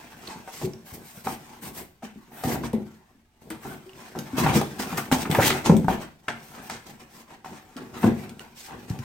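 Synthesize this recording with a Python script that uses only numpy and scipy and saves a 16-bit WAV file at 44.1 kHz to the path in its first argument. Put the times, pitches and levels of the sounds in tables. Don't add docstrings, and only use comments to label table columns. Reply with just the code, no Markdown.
import sys
import numpy as np
from scipy import signal
from scipy.fft import rfft, irfft, next_fast_len
from scipy.io import wavfile
from scipy.ndimage import uniform_filter1d, map_coordinates

SR = 44100
rng = np.random.default_rng(int(sys.argv[2]) if len(sys.argv) > 2 else 0)


def materialize(psi):
    bounded = np.clip(np.atleast_2d(psi).T, -1, 1)
    quanta = np.round(bounded * 32767).astype(np.int16)
    wavfile.write(sys.argv[1], SR, quanta)


N = 398660

# f/Hz, relative level/dB, t60/s
PANEL_MODES = [(73, -14, 0.16), (101, -12, 0.09), (118, -6, 0.088), (147.8, -3, 0.11), (172.6, -1, 0.078),
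               (218.6, -4.5, 0.18), (254.7, -7.5, 0.27), (322, -7, 0.42), (374, 0.5, 0.38),
               (468.6, -1.5, 0.18), (550, -27, 0.04)]


def amp(db):
    return 10 ** (np.asarray(db) / 20)


def unit(x):
    return x / np.sqrt(np.mean(x ** 2) + 1e-20)


def along(points, hz):
    f, v = np.transpose(points)
    return np.interp(np.log(hz + 1), np.log(f + 1), v)


def curves(rows):
    s, *cols = np.transpose(rows)
    return [np.interp(np.arange(N) / SR, s, c) for c in cols]


def wobble(rate):
    knots = rng.standard_normal(int(N * rate / SR) + 4)
    return map_coordinates(knots, [np.arange(N) * rate / SR])


def filtered(x, response):
    n = x.shape[-1]
    padded = next_fast_len(n + 4096)
    spectrum = rfft(x, padded) * response(np.fft.rfftfreq(padded, 1 / SR))
    return irfft(spectrum, padded)[..., :n]


def coloured(x, spectrum):
    return filtered(x, lambda hz: amp(along(spectrum, hz)))


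def bell(hz, centre_hz, octaves):
    return 1 / (1 + (np.log2((hz + 1) / centre_hz) / octaves) ** 2)


def ring(modes, t, centre_hz, octaves, bend, scatter_db):
    hz, db, t60 = np.transpose(modes)
    detune, strength = rng.standard_normal((2, len(hz)))
    gain = amp(db + scatter_db * strength) * bell(hz, centre_hz, octaves)
    tuned_hz = hz * (1 + bend * detune)
    vibration = np.sin(2 * np.pi * np.outer(tuned_hz, t)) * amp(-60 * t / t60[:, None])
    return gain @ vibration


def thumps():
    # t/s, level/dB (rms of the loudest 256 samples, before panning), centre of the boom f/Hz
    thump_events = [(0.641, -23.5, 175), (0.92, -40.5, 68), (1.172, -39.5, 193), (1.264, -32, 216),
                    (2.033, -33, 207), (2.158, -39, 239), (2.448, -25, 206), (2.735, -20, 222),
                    (3.15, -53.5, 278), (3.503, -34, 312), (3.652, -35.5, 200), (3.859, -43, 282),
                    (4.158, -34, 183), (4.332, -26, 129), (4.444, -15.5, 136), (4.497, -21.5, 159),
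                    (4.558, -14.5, 231), (4.794, -27, 212), (4.925, -29.5, 236), (5.118, -15.5, 161.6),
                    (5.297, -18.5, 179), (5.385, -17.5, 134), (5.507, -25, 101), (5.696, -7, 167.4),
                    (5.74, -12, 201), (5.843, -21.5, 206), (7.76, -35, 260), (8.038, -13.5, 214),
                    (8.05, -19.5, 106), (8.06, -16.5, 215), (8.903, -21.5, 157), (8.992, -28, 157)]
    out, t = np.zeros((2, N)), np.arange(SR // 2) / SR
    for s, db, hz in thump_events:
        boom = ring(PANEL_MODES, t, hz, octaves=0.21, bend=0.0066, scatter_db=12.0)
        boom = boom * (1 - np.exp(-t / 0.0033))
        boom = boom * amp(-60 * t / 0.3)
        boom = signal.lfilter(*signal.butter(3, 70, "highpass", fs=SR), boom)
        boom = in_room(boom, wet_db=-7.0, near_db=-3.5, near_t60=0.066, ceiling_db=-18.5)
        add(out, s, boom, db, pan_db=1.5, size=256)
    return out


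def knocks():
    # t/s, level/dB (rms of the loudest 128 samples, before panning),
    # centre f/Hz, crack level re the knock/dB, time constant of contact/s
    knock_events = [(0.476, -34.5, 780, -27, .006), (0.614, -34.5, 795, -20, 0.0079),
                    (1.270, -20, 860, -16, 0.0013), (2.023, -37, 850, -17, 0.017),
                    (2.437, -25, 730, -9, 0.0014), (2.555, -30.5, 744, -21, 0.0032),
                    (2.635, -30.5, 980, -22, .005), (2.734, -25.5, 510, -18, 0.0009),
                    (3.504, -37, 1580, -11, 0.0024), (3.650, -36, 820, -18, .003),
                    (4.152, -33, 716, -30, 0.0008), (4.462, -15.5, 1000, -30, 0.0042),
                    (4.556, -27, 533, -19, 0.0021), (4.612, -22.5, 520, -6, 0.006),
                    (4.798, -30.5, 890, -18, 0.0019), (4.926, -31, 1050, -33, 0.011),
                    (4.979, -25, 1140, -9, 0.0072), (5.115, -16.5, 1130, -11, 0.00031),
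                    (5.126, -13, 924, -11, 0.00031), (5.253, -28, 1170, -22, 0.0018),
                    (5.296, -28, 606, -30, 0.00072), (5.348, -18.5, 1230, -8, .002),
                    (5.385, -13, 630, -30, 0.0034), (5.397, -16.5, 870, -20, 0.00053),
                    (5.504, -16.5, 1500, -17, 0.00022), (5.660, -20.5, 734, -2, 0.0004),
                    (5.696, -11.5, 563, -21, 0.00075), (5.738, -29, 400, -28, 0.0017),
                    (5.845, -31.5, 680, -8, .0007), (5.883, -10.5, 740, -26, 0.00024),
                    (5.900, -40, 784, -36, 0.00035), (6.283, -20, 1420, -46, 0.00035),
                    (6.698, -27.5, 1100, -7, 0.0012), (7.305, -45, 830, -30, .004),
                    (7.446, -34, 970, -26, 0.00069), (7.459, -34.5, 930, -29, 0.0017),
                    (8.031, -24.5, 810, -20, 0.0011), (8.043, -18.5, 604, -14, 0.0022)]
    # f/Hz, relative level/dB, t60/s
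    flap_modes = [(487, -2, 0.02), (694, -16.5, 0.051), (786.4, -9.5, 0.05), (890.5, 2.5, 0.016),
                  (1247, -3, 0.013), (1440, 0, 0.012), (2034, 2, 0.014), (2420, -9, 0.0093),
                  (3490, -1, 0.01)]
    out, t = np.zeros((2, N)), np.arange(SR * 2 // 5) / SR
    for s, db, hz, crack_db, contact_s in knock_events:
        clack = ring(flap_modes, t, hz, octaves=0.45, bend=0.024, scatter_db=2.5)
        crowd = filtered(rng.standard_normal(len(t)), lambda f: bell(f, 0.83 * hz, octaves=1.0) * (f > .7 * hz))
        crowd = unit(crowd) * amp(-60 * t / 0.037)
        body = clack / np.abs(clack).max() + amp(-14.5) * crowd
        body = signal.lfilter(*signal.butter(3, 2.4 * hz, fs=SR), body)
        hit = body + amp(crack_db) * crack(t, t60=0.014)
        hit = hit * (1 - np.exp(-t / contact_s))
        hit = in_room(hit, wet_db=-2.5, near_db=-5.5, near_t60=0.017, ceiling_db=-13.5)
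        add(out, s, hit, db, pan_db=1.5, size=128)
    return out


def crack(t, t60):
    # f/Hz, relative level/dB
    crack_colour = [(500, -32), (1500, 6), (3500, 3), (7000, -2.5), (8700, 4.5), (10300, -8), (13000, 2),
                    (16000, -6.5)]
    burst = coloured(rng.standard_normal(len(t)) * amp(-60 * t / t60), crack_colour)
    return burst / np.abs(burst).max()


def snaps():
    # t/s, level/dB (rms of the loudest 96 samples, before panning), centre f/Hz, left-right level/dB
    snap_events = [(0.2736, -35.5, 4300, -3), (2.035, -58, 2700, 4), (2.7315, -38.5, 8100, -2),
                   (3.503, -32, 12600, 3), (4.189, -29.5, 4800, 0), (4.9766, -30, 8300, 8),
                   (5.1233, -42.5, 2630, -4), (5.2306, -30, 2920, 6), (5.3136, -21.5, 2650, 6),
                   (5.502, -24, 3000, -4), (5.7672, -28.5, 8200, 3), (5.848, -66, 2560, -4),
                   (6.2845, -32, 2470, 1.5), (7.7665, -38, 2630, 3), (8.294, -39.5, 5000, 2),
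                   (8.899, -36.5, 5070, 5), (8.99, -41, 2940, 11)]
    out, t = np.zeros((2, N)), np.arange(SR * 2 // 5) / SR
    for s, db, hz, pan_db in snap_events:
        tick = filtered(crack(t, t60=0.0063), lambda f: bell(f, hz, octaves=1.7))
        tick = in_room(tick, wet_db=-4.5, near_db=-0.5, near_t60=0.076, ceiling_db=-13)
        add(out, s, tick, db, pan_db, size=96)
    return out


def clicks():
    # t/s, level/dB (rms of the loudest 96 samples, before panning), ring f/Hz
    click_events = [(0.276, -34, 4340), (0.735, -41.5, 5600), (3.894, -44, 2900), (3.933, -46, 2780),
                    (4.1893, -42, 2960), (8.3944, -35.5, 2880)]
    out, t = np.zeros((2, N)), np.arange(SR // 4) / SR
    for s, db, hz in click_events:
        ping = np.sin(2 * np.pi * hz * t) * amp(-60 * t / 0.013)
        ping = ping + 0.98 * crack(t, t60=.008)
        ping = in_room(ping, wet_db=-7, near_db=-6, near_t60=.025, ceiling_db=-29)
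        add(out, s, ping, db, pan_db=-5, size=96)
    return out


def rip():
    # t/s, level/dB, resonance f/Hz
    rip_course = [(5.36, -110, 900), (5.385, -37, 990), (5.405, -23, 1190), (5.44, -24.5, 2090),
                  (5.475, -36, 3120), (5.52, -28, 3180), (5.62, -110, 3280)]
    level_db, centre_hz = curves(rip_course)
    fibres = slips(rate=600, spread_db=5, scatter_db=-2)
    hz, t, z = signal.stft(fibres, SR, nperseg=256)
    centre = np.interp(t, np.arange(N) / SR, centre_hz)
    resonance = bell(hz[:, None], centre, octaves=0.42)
    sound = signal.istft(z * resonance, SR, nperseg=256)[1][:, :N]
    return unit(sound) * amp(level_db)


def slips(rate, spread_db, scatter_db):
    chance, size, sign = rng.random(N), rng.standard_normal(N), rng.choice([-1, 1], N)
    jerks = (chance < rate / SR) * amp(spread_db * np.clip(size, -2, 2)) * sign
    return unit(jerks) + amp(scatter_db) * diffuse(rng.standard_normal((2, N)))


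def push(start, rise, hold, release_db_per_s):
    t = np.arange(N) / SR - start
    live = (t > 0) & (t < rise + hold + .5)
    power, t = np.zeros(N), t[live]
    release = amp(-release_db_per_s * np.maximum(t - rise - hold, 0))
    power[live] = (np.minimum(t / rise, 1) * release) ** 2
    return power


def friction():
    # start t/s, rise/s, hold/s,
    # coarse rasp level/dB, fine hiss level/dB, sheen of the top octave re the hiss/dB
    stroke_events = [(0.196, 0.095, 0.045, -46, -46.5, -9), (0.455, 0.13, 0.059, -51.5, -41, 2),
                     (0.844, .02, 0.052, -53.5, -52.5, 9), (0.927, 0.013, 0.0045, -70.5, -44, 10.5),
                     (1.013, .05, .14, -83, -53.5, 9), (1.235, .02, 0.07, -42.5, -41.5, 5),
                     (1.608, 0.028, 0.053, -47.5, -45.5, 9), (1.723, 0.056, 0.021, -45.5, -43.5, 10),
                     (2.022, 0.023, 0.0083, -45, -46, -1), (2.295, 0.083, 0.076, -47, -54, 13),
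                     (2.426, 0.029, 0.081, -36, -37.5, 7), (2.624, 0.023, .005, -45, -41, -1.5),
                     (2.727, 0.0033, 0.011, -47, -61, 1), (3.407, 0.013, 0.097, -67, -64.5, 6),
                     (3.498, 0.013, .01, -42, -50, -2), (3.605, 0.036, 0.099, -45.5, -51, 7.5),
                     (3.922, 0.083, 0.079, -49.5, -51.5, -1), (4.145, 0.019, 0.2, -50, -56, 2),
                     (4.338, 0.029, .01, -40, -49, 4), (4.364, .022, .018, -29.5, -29.5, 2),
                     (4.42, 0.013, 0.071, -29.5, -38, 2), (4.519, 0.034, 0.021, -28.5, -28, 0.5),
                     (4.782, 0.02, 0.022, -35.5, -34, 2), (4.86, 0.014, 0.084, -40.5, -44.5, 3.5),
                     (4.969, 0.0071, 0.013, -35, -34, 6.5), (5.119, 0.0017, 0.013, -31.5, -25.5, 0),
                     (5.165, 0.018, 0.037, -40, -35.5, 2.5), (5.298, 0.005, 0.099, -33.5, -39.5, 9.5),
                     (5.39, 0.068, 0.021, -30, -22.5, 3), (5.508, 0.012, 0.048, -33.5, -38, -2),
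                     (5.64, 0.021, .012, -29, -26.5, -9), (5.875, 0.017, .04, -33, -42.5, 5),
                     (5.992, 0.024, .01, -41.5, -44, 0), (6.28, 0.0024, 0.015, -37.5, -43, -15),
                     (6.406, 0.045, 0.12, -71, -61.5, 12), (6.526, 0.023, 0.052, -47, -52, -11),
                     (6.608, 0.036, 0.03, -49, -50, 6), (6.69, 0.012, 0.037, -42.5, -40.5, -21),
                     (6.852, 0.02, 0.034, -49.5, -49, 1), (6.991, 0.013, 0.012, -49.5, -51, -2),
                     (7.079, 0.065, 0.064, -55.5, -52.5, 3), (7.268, 0.042, 0.031, -49, -55, -3),
                     (7.443, 0.0038, 0.13, -49.5, -52, -2), (7.766, 0.0096, 0.023, -44.5, -54, 0),
                     (7.933, .01, 0.037, -42.5, -48.5, -3), (7.956, .05, .02, -47, -47.5, 8),
                     (8.022, 0.017, 0.035, -34.5, -42, 2), (8.143, 0.057, 0.04, -46, -51.5, 4),
                     (8.399, 0.0051, 0.019, -48, -53.5, 4), (8.544, 0.043, 0.08, -69, -44.5, 0.5),
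                     (8.67, 0.017, 0.057, -46.5, -59.5, -6.5), (8.875, 0.011, 0.017, -48.5, -52.5, -3)]
    # t/s, rasp level/dB
    fidget_course = [(0, -51.5), (0.42, -53), (0.8, -59.5), (1.52, -52.5), (1.93, -71), (2.2, -62.5),
                     (2.88, -61), (3.3, -74), (3.57, -61), (4.7, -48.5), (5.95, -53.5), (6.18, -67.5),
                     (6.42, -52.5), (7.4, -67.5), (7.58, -60.5), (8.1, -54.5), (8.45, -61), (9.04, -51.5)]
    fidget_db, = curves(fidget_course)
    rasp = amp(fidget_db) ** 2
    hiss = rasp * amp(-3) ** 2
    sheen = hiss * amp(2.5) ** 2
    for start, rise, hold, rasp_db, hiss_db, sheen_db in stroke_events:
        rasp += amp(rasp_db) ** 2 * push(start, rise, hold, release_db_per_s=275)
        skin = amp(hiss_db) ** 2 * push(start, rise, hold, release_db_per_s=343)
        hiss += skin
        sheen += amp(sheen_db) ** 2 * skin
    return np.sqrt([rasp, hiss, sheen])


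def flexing(pair, patchy_db):
    z = signal.stft(pair, nperseg=1024)[2]
    field = rng.standard_normal(z.shape[1:])
    for axis in (0, 1):
        field = uniform_filter1d(field, size=4, axis=axis)
    return unit(signal.istft(z * amp(patchy_db * unit(field)), nperseg=1024)[1][:, :N])


def rubbing(rasp_gain, hiss_gain, sheen_gain):
    # f/Hz, relative level/dB
    rasp_colour, hiss_colour = [(250, -29), (450, -10), (620, -4), (760, 1.5), (900, 1.5), (1100, -3.5),
                                (1600, -4.5), (2300, -8.5), (3000, -12.5), (4500, -21), (9000, -67)], [(1200, -7.5), (2200, 2), (3100, -1), (4200, -1.5), (5800, 1),
                                              (7300, -2), (8600, 0), (10300, -11), (12800, -4),
                                              (16000, -8.5)]
    grip = wobble(70)
    coarse = slips(rate=380, spread_db=5.5, scatter_db=4.5)
    fine = slips(rate=1300, spread_db=5.5, scatter_db=5.5)
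    rasp = flexing(coloured(coarse, rasp_colour), patchy_db=3.5) * rasp_gain * amp(1.63 * grip)
    hiss = flexing(coloured(fine, hiss_colour), patchy_db=2.5)
    sheen = filtered(hiss, lambda hz: 1 / (1 + (9500 / (hz + 1)) ** 8))
    hiss = ((hiss - sheen) * hiss_gain + sheen * sheen_gain) * amp(1.41 * grip)
    rasp = lingering(rasp, wet_db=-2.5) * amp([[.6], [-.6]])
    return rasp + lingering(hiss, wet_db=-12) * amp([[.5], [-.5]])


def shudder(rasp_gain):
    # start t/s, hold/s, rumble level/dB
    shove_events = [(0.609, 0.059, -36), (0.919, 0.023, -41.5), (1.632, .05, -42.5), (2.452, 0.18, -35.5),
                    (2.734, 0.059, -41.5), (3.41, .06, -54), (3.638, 0.085, -42.5), (4.147, 0.027, -35.5),
                    (4.402, 0.16, -26.5), (4.795, 0.26, -55), (5.123, .14, -38.5), (5.29, 0.19, -28.5),
                    (5.655, 0.081, -20), (5.884, 0.028, -30), (7.763, 0.29, -47), (8.034, 0.041, -26),
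                    (8.14, 0.2, -44), (8.73, 0.26, -47.5)]
    # f/Hz, relative level/dB
    rumble_colour = [(25, -39), (60, -4), (110, -1.5), (165, 1), (240, 5), (310, 3), (380, 4), (480, -5.5),
                     (650, -8), (1000, -13), (2000, -98)]
    power = (amp(-1) * rasp_gain) ** 2
    for start, hold, db in shove_events:
        power += amp(db) ** 2 * push(start, 0.012, hold, release_db_per_s=275)
    rumble = coloured(slips(rate=160, spread_db=2.5, scatter_db=-1.5), rumble_colour)
    rumble = resonant(rumble, PANEL_MODES, lift_db=-6.0)
    rumble = unit(rumble) * np.sqrt(power) * amp(2.8 * wobble(25))
    return lingering(rumble, wet_db=-4.0) * amp([[.4], [-.4]])


def resonant(x, modes, lift_db):
    hz, db, t60 = np.transpose(modes)
    half_width = np.log(1000) / (np.pi * t60)
    grid = np.arange(SR // 8)
    peaks = amp(db) @ (1 / (1 + ((grid - hz[:, None]) / half_width[:, None]) ** 2))
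    return filtered(x, lambda f: 1 + amp(lift_db) * np.interp(f, grid, peaks))


def diffuse(pair):
    # f/Hz, correlation (0-1)
    likeness = [(100, 0.94), (250, 0.89), (500, 0.73), (1000, 0.4), (2000, 0), (12000, 0)]
    turn = lambda hz: np.arccos(np.clip(along(likeness, hz), -1, 1)) / 2
    mid, side = filtered(pair, lambda hz: np.array([np.cos(turn(hz)), np.sin(turn(hz))]))
    return np.array([mid + side, mid - side])


def room_tail():
    # f/Hz, t60/s
    room_decay = [(80, 0.53), (250, 0.45), (1000, 0.28), (4000, 0.42), (14000, 0.4)]
    hz, t, z = signal.stft(rng.standard_normal((2, SR // 2)), SR, nperseg=256)
    decay = amp(-60 * t / along(room_decay, hz)[:, None])
    tail = signal.istft(z * decay, SR, nperseg=256)[1]
    tail = tail * (1 - np.exp(-np.arange(tail.shape[1]) / SR / 0.0016))
    return diffuse(tail / np.linalg.norm(tail[0]))


def in_room(x, wet_db, near_db, near_t60, ceiling_db):
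    tail = room_tail()
    t = np.arange(tail.shape[1]) / SR
    near = rng.standard_normal(tail.shape) * amp(-60 * t / near_t60) * (1 - np.exp(-t / 0.00036))
    echo = amp(wet_db) * tail + amp(near_db) * diffuse(near / np.linalg.norm(near[0]))
    echo[:, 0] += 1
    echo[:, round(.0185 * SR)] += amp(ceiling_db)
    return signal.fftconvolve(x[None], echo, axes=1)[:, :len(x)]


def lingering(pair, wet_db):
    return pair + amp(wet_db) * signal.fftconvolve(pair, room_tail(), axes=1)[:, :N]


def add(track, s, sound, db, pan_db, size):
    loudest = np.sqrt(uniform_filter1d(np.mean(sound ** 2, axis=0), size).max())
    part = track[:, round(s * SR):][:, :sound.shape[1]]
    gain = amp(db + np.array([[pan_db], [-pan_db]]) / 2)
    part += sound[:, :part.shape[1]] / loudest * gain


def quiet():
    # f/Hz, relative level/dB
    air_colour = [(25, 2), (60, 6.5), (120, 2), (250, -21), (400, -35.5), (900, -29), (2000, -17),
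                  (6000, -26), (16000, -36)]
    air = diffuse(rng.standard_normal((2, N)))
    return amp(-66.5) * unit(coloured(air, air_colour))


def scene():
    rasp, hiss, sheen = friction()
    hits = thumps() + knocks() + snaps() + clicks()
    return hits + rip() + rubbing(rasp, hiss, sheen) + shudder(rasp) + quiet()


def record(dry):
    lean_db = [(1000, 0), (2200, 0.5), (4200, -3.5), (7500, -2.5), (12000, 2.5)]  # f/Hz, left-right level/dB
    left_lead_s, top_hz = .00003, 16100
    ports = np.array([[.5], [-.5]])
    level = lambda hz: amp(ports * along(lean_db, hz))
    arrival = lambda hz: np.exp(2j * np.pi * hz * ports * left_lead_s)
    heard = filtered(dry, lambda hz: level(hz) * arrival(hz))
    heard = heard / (1 + np.abs(heard) ** 6) ** (1 / 6)
    return filtered(heard, lambda hz: hz < top_hz)


dry = scene()
out = record(dry)
materialize(out)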